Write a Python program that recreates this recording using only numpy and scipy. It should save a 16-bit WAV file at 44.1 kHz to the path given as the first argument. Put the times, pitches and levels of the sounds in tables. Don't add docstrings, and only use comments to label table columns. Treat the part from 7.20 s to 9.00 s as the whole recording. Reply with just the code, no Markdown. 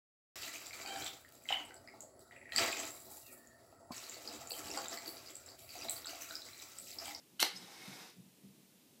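import sys
import numpy as np
from scipy import signal
from scipy.fft import rfft, irfft
from scipy.io import wavfile
from scipy.ndimage import uniform_filter1d

SR = 44100
rng = np.random.default_rng(int(sys.argv[2]) if len(sys.argv) > 2 else 0)


def generate_wav(sig):
    pcm = np.round(np.clip(np.atleast_2d(sig).T, -1, 1) * 32767).astype(np.int16)
    wavfile.write(sys.argv[1], SR, pcm)


def volts(x):
    e = np.asarray(x, float) / 20
    return 10 ** e


N = 79380


def evened(x):
    return x / np.sqrt(np.mean(x ** 2) + 1e-20)


def read_table(points, hz):
    f, value = np.transpose(points)
    return np.interp(np.log(hz + 1), np.log(f + 1), value)


def envelope(points):
    t_s, level_db = np.transpose(points)
    return volts(np.interp(np.arange(N) / SR, t_s, level_db, left=-140, right=-140))


def colour(x, spectrum):
    hz = abs(np.fft.fftfreq(4096, 1 / SR))
    log_gain = np.log(volts(read_table(spectrum, hz)))
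    taps = np.fft.ifft(np.exp(np.conj(signal.hilbert(log_gain)))).real[:2048]
    return signal.oaconvolve(x, taps / np.linalg.norm(taps))[:len(x)]


def resonate(x, hz, width_hz):
    r = np.exp(-np.pi * width_hz / SR)
    pole = r * np.exp(2j * np.pi * hz / SR)
    return np.sqrt(2 * (1 - r * r)) * signal.lfilter([1], [1, -pole], x).real


def resonate_steep(x, hz, width_hz):
    twice = resonate(resonate(x, hz, width_hz), hz, width_hz)
    return twice * np.sqrt(2 * np.pi * width_hz / SR)


def drift(size):
    once = uniform_filter1d(rng.standard_normal(N), size)
    return evened(uniform_filter1d(once, size))


def add(mix, t_s, sound):
    part = mix[round(t_s * SR):][:len(sound)]
    part += sound[:len(part)]


# t/s, level/dB
STROKE = [
    (.187, -72),
    (.1945, -60),
    (.1957, -37),
    (.2015, -36),
    (.204, -33),
    (.215, -32),
    (.226, -33.5),
    (.234, -37),
    (.265, -56),
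]
# f/Hz, width/Hz, level at start/dB, level at end of stroke/dB
BOX_MODES = [(313, 200, -36, -19.5), (853, 185, -56, -12), (1570, 640, -11, -16), (2070, 330, -13, -15.5),
             (3030, 740, 0, -8.5), (4125, 830, -6, -4.5), (5650, 840, -17, -16)]
# f/Hz, density/dB per Hz
GRIT_SPECTRUM = [(300, -45), (1200, -46), (2600, -21), (4200, 3.5), (6500, -6.5), (10000, -8.5),
                 (14500, -9), (15500, -40)]


def scratch():
    grit_per_s, spread_db = 9000, 2.5
    climb_s, bright_from_s, dull_db, bright_db = 0.028, .2022, -13, -2
    t = np.arange(N) / SR
    clicks = volts(spread_db * np.minimum(rng.exponential(1, N), 4)) * (rng.random(N) < grit_per_s / SR)
    grit = evened(clicks * rng.choice([-1., 1.], N)) * envelope(STROKE)
    along = np.clip((t - STROKE[1][0]) / climb_s, 0, 1)
    body = np.zeros(N)
    for hz, width_hz, start_db, end_db in BOX_MODES:
        body += resonate_steep(grit * volts(start_db + (end_db - start_db) * along), hz, width_hz)
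    rasp = grit * volts(np.where(t < bright_from_s, dull_db, bright_db))
    return body + colour(rasp, GRIT_SPECTRUM)


# t/s, level/dB, body level/dB, decay/s
CRACKS = [
    (.2026, -18.5, -14, .0002),
    (.2272, -18, -3, .0007),
    (.2278, -15, -3, .0007),
    (.2288, -15, -3, .0008),
    (.2308, -25, -4, .0005),
    (.2512, -33, -14, .0002),
    (.3535, -41, -30, .01),
]
# f/Hz, density/dB per Hz
SNAP_SPECTRUM = [(110, -43.5), (250, -19.5), (900, -12), (2300, -8.5), (3600, -11), (5500, -12.5),
                 (12400, -19.5), (15500, -24)]


def cracks():
    full_above_db = -8
    out, t = np.zeros(N), np.arange(1500) / SR
    for t_s, level_db, body_db, decay_s in CRACKS:
        burst = rng.standard_normal(len(t)) * np.exp(-t / decay_s)
        burst = burst / np.linalg.norm(burst)
        body = sum(resonate_steep(burst, hz, w) * volts(end_db) for hz, w, _, end_db in BOX_MODES)
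        spectrum = SNAP_SPECTRUM if body_db > full_above_db else GRIT_SPECTRUM
        add(out, t_s, volts(level_db + 9.5) * (colour(burst, spectrum) + volts(body_db) * body))
    return out


# t/s, level/dB
FLARE = [
    (.225, -70),
    (.24, -42.5),
    (.33, -62.5),
    (.42, -59),
    (.55, -58.5),
    (.65, -55.5),
    (.82, -55.5),
    (.9, -61),
    (.98, -92),
]
# f/Hz, density/dB per Hz
HISS_SPECTRUM = [(150, -27), (300, 0.5), (550, -5), (1800, -7), (3100, -10), (5600, -8.5), (6400, -11.5),
                 (15500, -19.5)]
# f/Hz, width/Hz, level/dB
JETS = [(818, 47, -12), (2160, 200, -15), (3780, 310, -11), (5050, 350, -10.5), (5850, 230, -19)]


def flare():
    sputter_db, patch_db, jet_flicker_db = 2, .6, 3
    flicker = volts(sputter_db * drift(size=12) + patch_db * drift(size=500))
    gas = evened(rng.standard_normal(N) * flicker)
    jets = np.zeros(N)
    for hz, width_hz, level_db in JETS:
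        breath = rng.standard_normal(N) * volts(level_db + jet_flicker_db * drift(size=900))
        jets += resonate(breath, hz, width_hz)
    return envelope(FLARE) * (colour(gas, HISS_SPECTRUM) + jets)


# t/s, length/s, f/Hz, level/dB
SQUEAKS = [
    (0.359, 0.027, 5130, -46.5),
    (.371, 0.0074, 6400, -54),
    (.376, 0.032, 8000, -59.5),
    (.618, 0.022, 2175, -52),
    (.652, 0.034, 2160, -57),
    (.718, 0.022, 2160, -54.5),
    (.74, 0.011, 5050, -57),
]


def squeaks():
    out, t = np.zeros(N), np.arange(3000) / SR
    for t_s, length_s, hz, level_db in SQUEAKS:
        rough = resonate(rng.standard_normal(len(t)), hz, 400)
        tone = np.sin(2 * np.pi * hz * t) + .6 * rough
        fade = volts(level_db - 14 * (t / length_s) ** 2)
        add(out, t_s, fade * np.minimum(t / .0025, 1) * tone)
    return out


# t/s, level/dB, rise/s
STEPS = [(.0, -75.5, 0.011), (0.116, -66.5, 0.014), (.325, -58, 0.02), (0.394, -58.5, 0.021),
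         (.47, -74, .02), (0.581, -65, .02), (0.664, -52, 0.019), (0.791, -66, 0.017), (0.959, -54.5, .022),
         (1.039, -61.5, .015), (1.229, -54.5, 0.012), (1.286, -61, 0.015), (1.366, -64, 0.013),
         (1.53, -68.5, 0.0084), (1.688, -69.5, 0.006)]
# f/Hz, width/Hz, level/dB
HOUSE_MODES = [(141.4, 30, -3), (186.8, 9.3, -2), (246.2, 30, -6), (362, 49, -9)]


def footsteps():
    t60_s, hold_s = 0.26, 0.014
    out, t = np.zeros(N), np.arange(SR // 3) / SR
    for t_s, level_db, rise_s in STEPS:
        noise = rng.standard_normal(2 * len(t))
        modes = sum(volts(db) * resonate(resonate(noise, hz, w), hz, 3 * w) for hz, w, db in HOUSE_MODES)
        boom = modes[len(t):]
        swing = np.sqrt(uniform_filter1d(boom ** 2, size=2200))
        decay = volts(-60 * np.maximum(t - rise_s - hold_s, 0) / t60_s)
        shape = np.minimum(t / rise_s, 1) ** 2 * decay
        add(out, t_s, volts(level_db) * shape * boom / swing)
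    return out


# f/Hz, t60/s
ROOM_T60 = [(200, 0.1), (800, 0.2), (2000, 0.38), (4000, 0.34), (8000, 0.24), (15000, 0.15)]


def kitchen(x):
    taps = np.zeros(SR // 2)
    at = np.arange(100, len(taps) - 12, 12)
    taps[at + rng.integers(0, 12, len(at))] = rng.choice([-1., 1.], len(at))
    hz, t, z = signal.stft(taps, SR, nperseg=256)
    decay = volts(-60 * t / read_table(ROOM_T60, hz)[:, None])
    tail = signal.istft(z * decay, SR, nperseg=256)[1]
    return signal.fftconvolve(x, tail / np.linalg.norm(tail))[:N]


# f/Hz, density/dB per Hz
FLOOR_SPECTRUM = [(18, -63), (30, -22.5), (243, 1), (808, -15.5), (874, -14.5), (1400, -20), (2690, -15),
                  (15500, -18)]


def noise_floor():
    level_db = -65.5
    gain = volts(read_table(FLOOR_SPECTRUM, np.fft.rfftfreq(N, 1 / SR)))
    return volts(level_db) * evened(irfft(rfft(rng.standard_normal(N)) * gain, N))


def scene():
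    strike_wet_db, flare_wet_db, squeak_wet_db = -7, -6.5, -13
    strike, gas, whistles = scratch() + cracks(), flare(), squeaks()
    sent = volts(strike_wet_db) * strike + volts(flare_wet_db) * gas + volts(squeak_wet_db) * whistles
    return (strike + gas + whistles + kitchen(sent) + footsteps() + noise_floor())[None]


def low_pass(x):
    return signal.sosfilt(signal.butter(12, 16280, fs=SR, output="sos"), x)


def record(dry):
    ceiling, bass_cut_hz, edge_hz = .4, 85, 15260
    rounded = ceiling * np.tanh(dry / ceiling)
    bass_cut = signal.butter(2, bass_cut_hz, "highpass", fs=SR, output="sos")
    band_limit = signal.firwin(301, edge_hz, window=("kaiser", 7), fs=SR)
    mix = signal.oaconvolve(signal.sosfilt(bass_cut, rounded), band_limit[None], "same")
    return low_pass(mix)


dry = scene()
out = record(dry)
generate_wav(out)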